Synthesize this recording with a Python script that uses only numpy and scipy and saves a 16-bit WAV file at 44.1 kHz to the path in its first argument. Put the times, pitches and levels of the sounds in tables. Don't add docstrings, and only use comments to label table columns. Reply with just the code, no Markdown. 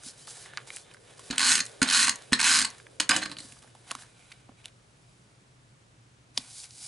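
import sys
import numpy as np
from scipy import signal
from scipy.fft import rfft, irfft, next_fast_len
from scipy.io import wavfile
from scipy.ndimage import uniform_filter1d

SR = 44100
rng = np.random.default_rng(int(sys.argv[2]) if len(sys.argv) > 2 else 0)


def decibels_to_gain(level_db):
    exponent = np.asarray(level_db, float) / 20
    return 10 ** exponent


def unload_audio(sound):
    columns = np.transpose(np.atleast_2d(sound))
    steps = np.round(np.clip(columns, -1, 1) * 32767)
    wavfile.write(sys.argv[1], SR, steps.astype(np.int16))


N = 302967
TIME_S = np.arange(N) / SR

# mode_hz, width_hz, level_db
SHELL_MODES = [(1100, 220, -3.5), (1580, 220, 0.8), (1900, 200, -2), (2560, 250, -3), (2950, 300, -7),
               (4230, 300, -0.6), (5150, 400, -6), (6580, 350, -5), (8450, 450, -6)]
BODY_MODE, FREE_MODE, UPPER_MODE = 1, 5, 7


def pulls():
    # start_s, length_s, rasp_db, grip_s (time to take a firm grip)
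    pull_rows = [
        (1.371, 0.27, -30, 0.02),
        (1.871, 0.27, -29.5, 0.0078),
        (2.384, 0.3, -28.5, 0.014),
    ]
    # time_s, teeth_passed (count)
    drawn_rows = [
        [(1.3824, 0), (1.3945, 1), (1.4147, 3), (1.4443, 7), (1.493, 16), (1.5302, 22), (1.5448, 24),
         (1.5791, 28), (1.6037, 30)],
        [(1.8808, 0), (1.888, 1), (1.9214, 4), (1.9479, 9), (2.0121, 21), (2.0529, 28), (2.0638, 29),
         (2.0717, 30), (2.0945, 32)],
        [(2.3909, 0), (2.4013, 1), (2.4287, 3), (2.4437, 5), (2.5251, 19), (2.577, 27), (2.5954, 30),
         (2.6262, 33), (2.649, 34)],
    ]
    shapes = [pull_shape(*row) for row in pull_rows]
    moving = gains(shapes, lambda r: 0 * r[:, 1]) > 0.5
    teeth = ratchet(drawn_rows)
    glue = peel(drawn_rows, moving)

    span = slice(int(1.3 * SR), int(1.3 * SR) + 65536)
    grip_db = hand_grip(span)
    low, high = np.zeros((2, N))
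    low[span] = band(shell((teeth + glue)[span], grip_db, wash_db=-2), 500, 3300)
    high[span] = -band(shell((teeth + decibels_to_gain(-4) * glue)[span], grip_db, wash_db=1), 3300, 15000)
    low = low / np.std(low[moving])
    high = high / np.std(high[moving])
    rasp = low * gains(shapes, lambda r: r[:, 1]) + high * gains(shapes, lambda r: r[:, 2])
    drum = level(signal.fftconvolve(rng.standard_normal(N), thud(0))[:N])
    return np.array([rasp, drum * gains(shapes, lambda r: r[:, 3])])


def pull_shape(start_s, length_s, rasp_db, grip_s):
    slow_treble_db, fast_treble_db = 0.5, 6
    start_rumble_db, end_rumble_db = -19, -14.5
    effort_db, grip_db, lift_db, lift_s = 0.2, -10.5, -22.5, 0.039
    u = np.linspace(0, 1, num=60)
    effort = np.sin(np.pi * u) ** 2
    gripping = np.clip(1 - u * length_s / grip_s, 0, 1)
    lifting = np.clip(1 - (1 - u) * length_s / lift_s, 0, 1)
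    rasp = rasp_db + effort_db * (effort - 1) + grip_db * gripping + lift_db * lifting
    treble = rasp + slow_treble_db + (fast_treble_db - slow_treble_db) * np.sqrt(effort)
    rumble = rasp + start_rumble_db + (end_rumble_db - start_rumble_db) * u
    return np.transpose([start_s + u * length_s, rasp, treble, rumble])


def ratchet(drawn_rows, jitter_ms=0.3, tooth_ms=1.35, scatter_db=2.5):
    tooth_s = []
    for rows in drawn_rows:
        when, count = np.transpose(rows)
        tooth_s.append(np.interp(np.arange(rows[-1][1] + 1), count, when))
    tooth_s = np.concatenate(tooth_s)
    jitter, strength = rng.standard_normal((2, len(tooth_s)))
    slaps = np.zeros(N)
    at = ((tooth_s + (jitter_ms * jitter - tooth_ms) / 1000) * SR).astype(int)
    slaps[at] = decibels_to_gain(scatter_db * strength)
    return level(np.abs(signal.fftconvolve(slaps, contact(np.ones(1000), tooth_ms))[:N]))


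def peel(drawn_rows, moving, grain=1.2):
    slow_teeth = 70
    drawn = sum(np.interp(TIME_S, *np.transpose(rows)) for rows in drawn_rows)
    speed = np.maximum(uniform_filter1d(np.gradient(drawn) * SR, size=900), slow_teeth)
    return level(moving * decibels_to_gain(grain * walk(640)) * (speed / slow_teeth) ** 0.8)


def hand_grip(span):
    # time_s, balance_db (given to the lower mode, taken from the upper)
    thumb_rows = [(1.38, 6), (1.445, 5), (1.48, -3), (1.575, -5), (1.6, 4), (1.9, 4), (1.99, 3), (2.04, 1),
                  (2.1, 4), (2.42, 2), (2.47, -1), (2.52, 1), (2.58, -2), (2.66, 2)]
    grip_db = [2.4 * walk(14)[span] for _ in SHELL_MODES]
    thumb_db = np.interp(TIME_S[span], *np.transpose(thumb_rows))
    grip_db[FREE_MODE] = grip_db[FREE_MODE] / 2 + thumb_db
    grip_db[UPPER_MODE] = grip_db[UPPER_MODE] / 2 - thumb_db / 2
    grip_db[BODY_MODE] = grip_db[BODY_MODE] / 2 + 1
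    return grip_db


def shell(force, grip_db, wash_db):
    # freq_hz, density_db (per Hz)
    wash_rows = [(300, -44.5), (700, -19), (1000, -7), (1700, -1), (2300, -2), (3500, -0.5), (5500, -4),
                 (8000, 0), (11000, -3.5)]
    noise = force * rng.standard_normal((len(SHELL_MODES) + 1, len(force)))
    modes = 0
    for k, (hz, width_hz, db) in enumerate(SHELL_MODES):
        modes = modes + decibels_to_gain(db + grip_db[k]) * resonate(noise[k], hz, width_hz)
    return level(band(modes, 710, 15000, order=3)) + level(colour(noise[-1], wash_rows), wash_db)


def knocks(contact_ms=1.3, thud_db=-3, wash_db=-2.5):
    # time_s, peak_db, treble_db (re peak)
    slap_rows = [(1.3815, -11.5, 3), (1.3949, -15, -2.5), (1.4055, -15.5, -8), (1.4166, -12.5, -4),
                 (1.493, -15.5, 6), (1.518, -16.5, 7), (1.524, -20.5, 7.5), (1.5544, -17, 8.5),
                 (1.6041, -17, 3), (1.8884, -13, -7.5), (1.9007, -18, 4.5), (1.9473, -13.5, 1),
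                 (2.029, -16.5, 4.5), (2.0814, -8.5, -2), (2.0945, -14, 7), (2.395, -9, -12.5),
                 (2.405, -10, -11), (2.4147, -17, 6), (2.4296, -19, 2.5), (2.5506, -11.5, 1),
                 (2.576, -15, -0.5), (2.6251, -16.5, 1), (2.6485, -18, 0), (2.652, -18.5, 3.5),
                 (1.8763, -23.5, -1.5), (1.909, -16, 0), (1.4882, -14.5, 0.5), (1.504, -14, 1),
                 (2.5021, -16.5, -2.5), (2.5143, -15, 3)]
    # time_s, peak_db, treble_db (re peak), thud_db
    landing_rows = [(0.064, -53, -5, 13.5), (1.3029, -26.5, -8.5, 2.5), (1.309, -24.5, 0.5, -11),
                    (1.3108, -19.5, -1.5, -9), (1.3283, -21.5, -18, -8), (1.358, -28, -3, -16),
                    (1.363, -26.5, -11, -20), (1.8193, -5.5, -7.5, -7.5), (1.8268, -9, -2.5, -16.5),
                    (1.83, -9.5, 2.5, -9.5), (2.222, -38.5, 3, -22), (2.319, -33, -22, -10),
                    (2.3236, -16.5, -6, 1.5), (2.332, -3.5, -4, -19), (2.3341, -7.5, -5, -28.5),
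                    (2.338, -9.5, -3.5, -23)]
    # time_s, peak_db, treble_db (re peak), thud_db (re peak)
    rattle_rows = [(3.002, -10, 0.5, -18.5), (3.0054, -13, 0, -24), (3.0945, -8, 2, -16.5),
                   (3.0984, -6.5, -10, -16.5), (3.1025, -7.5, -7.5, -27), (3.1099, -4, -6.5, -22.5),
                   (3.1165, -0.5, -11.5, -28), (3.1242, -21, -17, -22), (3.013, -25, 2, -28),
                   (3.029, -25, -14, -13), (3.131, -21, -9, -14), (3.14, -28, -8, -20),
                   (3.147, -24, -1, -15.5), (3.179, -27, -6, -3), (3.19, -29, -4, -4),
                   (3.2155, -34, -1, -15), (3.2247, -21, -5, -24), (3.2334, -21, -4, -29),
                   (3.241, -31, 0, -8), (3.266, -30, -9, -11), (3.306, -39, -13, -8), (3.33, -40, -18, -7),
                   (3.392, -31, -5, -13), (3.1545, -21.5, -6, -5), (3.1639, -11.5, 1.5, -15),
                   (3.1702, -24, 4, -5), (3.2193, -25, -5, -15), (3.229, -12, -20, -19),
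                   (3.236, -26, -2, -39), (3.2558, -24, -9, -14), (3.26, -16.5, -9.5, -16),
                   (3.2986, -28.5, -8, -7), (3.3163, -24.5, -5.5, -14), (3.323, -29.5, -11, -8.5),
                   (3.3705, -32, -6, -9), (3.3862, -32, 6.5, -27), (3.4051, -33.5, 3, -5.5)]
    let_go_s, free_ring_db = 3.2, 10
    inside = [(*row, -99) for row in slap_rows]
    out = np.zeros((2, N))
    for s, db, treble_db, desk_db in inside + landing_rows + rattle_rows:
        mix_db = 3 * rng.standard_normal(len(SHELL_MODES))
        mix_db[FREE_MODE] += free_ring_db * (s > let_go_s)
        ms = contact_ms * decibels_to_gain(3 * rng.standard_normal())
        sound = shell(np.roll(contact(np.ones(2048), ms), 50), mix_db, wash_db)
        top_hz = 16000 / np.clip(ms, 1, 2.6)
        add(out[0], s, band(sound, 660, 3300), db - 6.5)
        add(out[0], s, -band(sound, 3300, top_hz), db + treble_db)
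        add(out[1], s + 0.0008, thud(s), db + desk_db + thud_db)
    return out


def thud(s, push_ms=0.59, set_down_s=2.9):
    # mode_hz, level_db, t60_s
    mat_rows = [(62.3, -10.5, 0.11), (130, -19, 0.023), (220, 5.5, 0.035), (257, 11, 0.069),
                (257, -17.5, 0.13)]
    # mode_hz, level_db, t60_s
    wood_rows = [(98, -18.5, .1), (196, -6, 0.35), (254, 4, 0.043), (301.2, 9, 0.11), (534, -5, 0.12),
                 (624, -1, 0.07), (810, -8.5, 0.082)]
    modes = ring(*np.transpose(mat_rows if s < set_down_s else wood_rows), size=12000)
    return signal.fftconvolve(modes, np.hanning(int(push_ms * SR / 1000)))


def ticks(cycles=12, crack_db=-4, thud_db=-6):
    # time_s, peak_db, ring_hz,
    # treble_db (re peak)
    tick_rows = [(0.0359, -38.5, 1480, 9), (0.2723, -29, 4370, 1), (0.2744, -42, 1600, -9),
                 (.279, -37.5, 1090, -19), (0.536, -33.5, 1540, -27), (0.5738, -23, 1640, -31),
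                 (0.5734, -17, 4250, -30), (.578, -26, 1580, -14), (0.5821, -26, 1540, -22),
                 (.592, -40, 1410, -20), (0.602, -40, 1580, -20), (.613, -42, 1590, -20),
                 (.46, -36, 1890, 3), (0.674, -45, 820, 10), (0.7039, -25.5, 2210, -5),
                 (0.7624, -27, 4030, 10), (0.769, -28.5, 2480, 2), (0.9136, -34.5, 1680, -12),
                 (0.9388, -36, 4600, 2), (0.9454, -38.5, 1510, -2), (0.9693, -44, 1670, -11),
                 (1.1942, -40, 1100, 11), (1.6542, -22, 9000, -3), (1.6634, -16, 8000, -2),
                 (1.668, -28, 4110, -4), (1.717, -36, 6000, -2), (2.158, -19.5, 5860, 2.5),
                 (2.1613, -23, 6980, -2.5), (2.6984, -36, 6000, -2), (2.7029, -22, 6500, -2),
                 (2.71, -32, 6000, -5), (2.7823, -44, 1710, 10), (2.8002, -39, 1595, -7),
                 (2.8678, -35.5, 1777, -19),
                 (3.523, -35.5, 2660, 5), (3.5688, -46.5, 1010, -3), (3.3685, -27.5, 3100, -8),
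                  (3.6225, -47, 3000, 7), (3.6274, -43, 864, 5), (3.636, -45, 1296, 4),
                  (3.645, -46, 850, -12), (3.87, -50, 1000, 7), (3.9, -39, 1390, -5),
                  (3.921, -32, 1010, -7), (3.99, -43, 1380, -9), (4.022, -38.5, 1470, 1),
                  (4.035, -44, 1490, 2), (4.046, -49, 960, -9), (3.6758, -49, 1630, 6),
                  (3.751, -43.5, 884, 4), (3.9058, -31.5, 1490, 2), (3.9106, -19.5, 2940, -4),
                  (3.9148, -22, 1060, 11), (3.9517, -28, 1060, 7), (4.3177, -34.5, 2261, -2),
                  (4.3215, -32, 4360, -13), (4.324, -37, 2400, -5), (4.489, -46.5, 1000, -23),
                  (4.4925, -43.5, 698, -25), (4.52, -52, 603.8, -25), (4.6, -52, 2300, -11),
                  (4.644, -40, 3000, -11), (4.651, -40, 3280, -4), (4.657, -22, 3520, -2),
                  (4.66, -45, 790, -11), (4.682, -40, 3500, -9), (4.6865, -52, 2400, -4),
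                  (6.371, -38, 5000, -6), (6.3732, -23, 5000, -6), (6.3754, -11, 4940, -19),
                  (6.3765, -1, 4926, -5), (6.3775, -30, 800, -20), (6.3795, -22, 3300, 4),
                  (6.385, -25, 3480, 0), (6.3816, -19, 4500, -14), (6.3967, -39, 3970, 0),
                  (6.4032, -42, 4500, -1), (6.6336, -40, 3500, 4), (6.6419, -25.5, 5037, -9),
                  (6.708, -31, 4940, -11)]
    # time_s, peak_db
    nudge_rows = [(3.449, -44.5), (3.529, -51), (3.629, -56), (3.68, -55), (3.75, -60), (3.916, -46),
                  (3.956, -46), (4.494, -44), (6.385, -39)]
    out = np.zeros((2, N))
    for s, db, hz, treble_db in tick_rows:
        desk_db = -38.5 - 14 * np.log2(hz / 1500)
        touch_ms = 0.9 * decibels_to_gain(-0.33 * (db + 28))
        touch = contact(rng.standard_normal(size=3000), touch_ms)
        touch[0] = 4.4
        ringing = signal.fftconvolve(touch, ring(hz, 0, cycles / hz, size=2000))
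        add(out[0], s, band(ringing, hz / 2, 16000), db - 6.5)
        add(out[0], s, band(touch, hz * 0.65, hz * 1.9), db + crack_db)
        add(out[0], s, -band(touch, np.clip(hz * 2, 2800, 5000), 13000), db + treble_db)
        add(out[1], s + 0.0041, thud(0), db + desk_db + thud_db)
    for s, db in nudge_rows:
        add(out[1], s, thud(0), db)
    return out


def slides():
    # freq_hz, density_db (per Hz)
    skin_rows = [(1180, -43), (2000, -17), (2680, -10.5), (4670, 2), (6890, 0.5), (9930, 4), (11300, -5),
                 (11500, -20.5), (15000, -51.5), (22000, -120)]
    # freq_hz, density_db (per Hz)
    card_rows = [(410, -29.5), (700, -3.5), (871, -6.5), (1600, -5.5), (1740, -8.5), (1990, -7), (4000, -6),
                 (5200, -40), (8800, -120)]
    lifted_s = 4.08
    grit = decibels_to_gain(0.9 * walk(35) + 1.0 * walk(150) + 1.9 * walk(900))
    skin = level(colour(grit * rng.standard_normal(N), skin_rows))
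    card = colour(grit * rng.standard_normal(N), card_rows)
    flat_hum = resonate(card, 1745, 150.)
    lifted_hum = resonate(card, 2400, 300.)
    card = level(card + np.where(np.arange(N) < lifted_s * SR, flat_hum, lifted_hum))
    return (np.array([skin, card]) * hands()).sum(axis=0)


def hands():
    # start_s, strongest_s, end_s, skin_db, card_db
    stroke_rows = [(.025, 0.072, 0.12, -42.5, -58.5), (.13, 0.212, 0.44, -55.5, -69),
                   (.265, 0.301, 0.35, -43, -53.5), (.32, 0.39, 0.5, -48, -54),
                   (.45, 0.453, 0.74, -68, -56), (.665, 0.675, 0.72, -48, -51.5),
                   (.71, 0.736, 0.84, -45.5, -54), (.84, 0.88, 0.98, -75, -59),
                   (1.01, 1.083, 1.2, -64, -60.5), (1.17, 1.18, 1.26, -57, -59),
                   (1.21, 1.26, 1.35, -53, -58), (1.3, 1.328, 1.38, -52.5, -44.5),
                   (1.62, 1.65, 1.72, -49.5, -60), (1.83, 1.828, 1.91, -48.5, -36.5),
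                   (2.11, 2.13, 2.3, -57.5, -53), (2.335, 2.33, 2.3, -56.5, -34),
                   (2.652, 2.66, 2.82, -55.5, -52.5),
                   (3.114, 3.14, 3.21, -37.5, -32.5), (3.21, 3.227, 3.23, -49, -38),
                 (3.293, 3.318, 3.34, -52, -50), (3.365, 3.4, 3.61, -51.5, -59),
                 (3.62, 3.618, 4.4, -76, -70), (3.839, 3.905, 4.13, -55, -55.5),
                 (3.96, 4.02, 4.04, -53, -60), (4.103, 4.204, 4.52, -65, -65), (4.28, 4.31, 4.6, -78, -68),
                 (4.56, 4.6, 4.63, -67.5, -62.5), (4.63, 4.655, 4.7, -62, -62),
                 (4.3, 4.32, 4.31, -54.5, -56), (6.34, 6.385, 6.6, -54.5, -59), (6.423, 6.6, 6.7, -46, -65),
                 (6.628, 6.636, 6.672, -48, -55), (6.688, 6.866, 7.15, -44, -60)]
    # time_s, skin_db
    fidget_rows = [(0, -60.5), (1.0, -65.5), (1.7, -58.5), (2.3, -62.5), (2.9, -65.5), (3.7, -66),
                   (4.5, -77), (5.2, -71.5), (5.5, -78), (6.3, -83), (6.87, -70)]
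    edge_db, roundness = -16, 1.85
    fidget_db = np.interp(TIME_S, *np.transpose(fidget_rows))
    card_db = -58.5 + 1.4 * (fidget_db + 58)
    power = decibels_to_gain([fidget_db, card_db]) ** 2
    for start, top, end, *db in stroke_rows:
        span = slice(int(start * SR), int(end * SR))
        away = np.interp(TIME_S[span], [start, top, end], [1, 0, 1])
        power[:, span] += decibels_to_gain(np.array(db)[:, None] + edge_db * away ** roundness) ** 2
    return uniform_filter1d(np.sqrt(power), size=200)


def squeaks(width_hz=170.0):
    # start_s, end_s, pitch_hz, level_db
    squeak_rows = [
        (.2, .27, 3120, -66),
        (.41, 0.597, 1750, -59),
        (.46, 0.645, 3500, -66),
        (.7, .79, 2400, -59),
        (.8, .95, 3550, -68),
    ]
    out = np.zeros(N)
    for start, end, hz, db in squeak_rows:
        noise = rng.standard_normal(SR // 4)[:int((end - start) * SR)]
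        tone = resonate(resonate(noise, hz, width_hz), hz, width_hz)
        tone = level(tone, db) * np.sqrt(np.hanning(len(noise)))
        out[int(start * SR):][:len(tone)] += tone
    return out


def room(x, desk, close):
    t60_s, wet_db, early_db, early_ms = 0.24, -10.5, -22, 2.8
    treble_damp = 1.64
    t = np.arange(int(.4 * SR)) / SR
    tail = 1000. ** (-t / t60_s) * np.minimum(t / 0.0013, 1)

    def decay(v):
        v = band(v, 150, 2000) * tail - band(v, 3400, 11000) * tail ** treble_damp
        return v / np.sqrt(np.sum(v ** 2))

    mid, side, near = rng.standard_normal((3, len(t)))
    mid, side = decay(mid), decay(band(side, 330, 6000))
    near = band(near * np.exp(-t * 1000 / early_ms), 900, 9000)
    near = near / np.sqrt(np.sum(near ** 2))
    both = x + desk + decibels_to_gain(-13) * close
    direct = x + close
    wet_mid = signal.fftconvolve(both, decibels_to_gain(wet_db) * mid)[:N]
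    wet_side = signal.fftconvolve(both, decibels_to_gain(wet_db - 8.0) * side + decibels_to_gain(early_db) * near)[:N]
    lean = wet_side - decibels_to_gain(-14) * signal.lfilter(*signal.butter(1, 2500, fs=SR), direct)
    desk_pan = decibels_to_gain(np.array([[-2.0], [2.0]]))
    return np.array([direct + wet_mid + lean, direct + wet_mid - lean]) + desk_pan * desk


def air():
    # freq_hz, density_db (per Hz)
    tone_rows = [(15, -50), (25, -17), (38, -9.5), (90, -10.5), (123, -1.5), (163, -9.5), (227, -15),
                 (301, -15), (360, -18), (442, -20), (617, -22), (862, -24), (8030, -32), (10600, -36),
                 (11500, -50), (15000, -86.5), (22000, -120)]
    # freq_hz, side_db (re mid)
    width_rows = [(60, -8.5), (110, -20), (190, -8), (350, -7), (630, -1), (1130, 3), (2030, 0),
                  (3640, -2.5), (6550, -5.5), (11800, -9)]
    # time_s, level_db
    drone_rows = [(0.0, -65), (0.63, -58.5), (0.92, -63), (1.43, -54), (2.51, -58), (2.75, -62),
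                  (3.23, -56), (3.4, -64), (4.9, -74), (6.87, -85)]
    mid, side = colour(rng.standard_normal((2, N)), tone_rows)
    scale = decibels_to_gain(-60.5) / np.std(mid)
    side = colour(side, width_rows)
    hum = level(band(rng.standard_normal(N), 120 - 9, 120 + 9), -66.5)
    drone = level(band(rng.standard_normal((2, N)), 360, 600)) * gains([drone_rows], lambda r: r[:, 1])
    return np.array([mid + side, mid - side]) * scale + hum + drone


def contact(noise, ms):
    t = np.arange(len(noise)) / SR * 1000 / np.clip(ms, .2, 12)
    return noise * t * np.exp(-t)


def ring(hz, db, t60, size=6000):
    t = np.arange(size)[:, None] / SR
    decay = 1000. ** (-t / np.maximum(t60, .002))
    return (decibels_to_gain(db) * np.sin(2 * np.pi * hz * t) * decay).sum(axis=1)


def resonate(x, hz, width):
    return signal.lfilter(*signal.iirpeak(hz, hz / width, fs=SR), x)


def band(x, lo_hz, hi_hz, order=2):
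    return signal.sosfilt(signal.butter(order, [lo_hz, min(hi_hz, .45 * SR)], "band", fs=SR, output="sos"), x)


def colour(x, points):
    hz, db = np.transpose(points)
    n = next_fast_len(x.shape[-1])
    f = np.maximum(np.fft.rfftfreq(n, 1 / SR), 1)
    gain = decibels_to_gain(np.interp(np.log(f), np.log(hz), db))
    return irfft(rfft(x, n) * gain, n)[..., :x.shape[-1]]


def level(x, db=0):
    return x * decibels_to_gain(db) / np.sqrt(np.mean(x ** 2))


def walk(rate):
    k = int(SR / rate)
    return uniform_filter1d(np.repeat(rng.standard_normal(N // k + 1), k), k)[:N] * 1.1


def gains(tables, column):
    out = np.zeros(N)
    for rows in map(np.array, tables):
        inside = (TIME_S >= rows[0, 0]) & (TIME_S <= rows[-1, 0])
        out[inside] = decibels_to_gain(np.interp(TIME_S[inside], rows[:, 0], column(rows)))
    return uniform_filter1d(out, size=200)


def add(out, s, sound, db):
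    top = np.argmax(np.abs(sound))
    i = int(s * SR) - top
    n = min(len(sound), N - i)
    out[i:i + n] += sound[:n] * decibels_to_gain(db) / np.abs(sound[top])


def scene():
    struck, desk = pulls() + knocks()
    close, taps = ticks()
    return room(struck + slides() + squeaks(), desk + taps, close) + air()


def band_limit(x):
    return signal.sosfilt(signal.butter(12, 12370, fs=SR, output="sos"), x)


def record(dry):
    clip_peak = 0.55
    soft = clip_peak * np.tanh(dry / clip_peak)
    soft = signal.lfilter(*signal.butter(1, 40, "high", fs=SR), soft)
    cut = signal.sosfilt(signal.ellip(12, .3, 75, 11050, fs=SR, output="sos"), soft)
    return band_limit(cut)


dry = scene()
out = record(dry)
unload_audio(out)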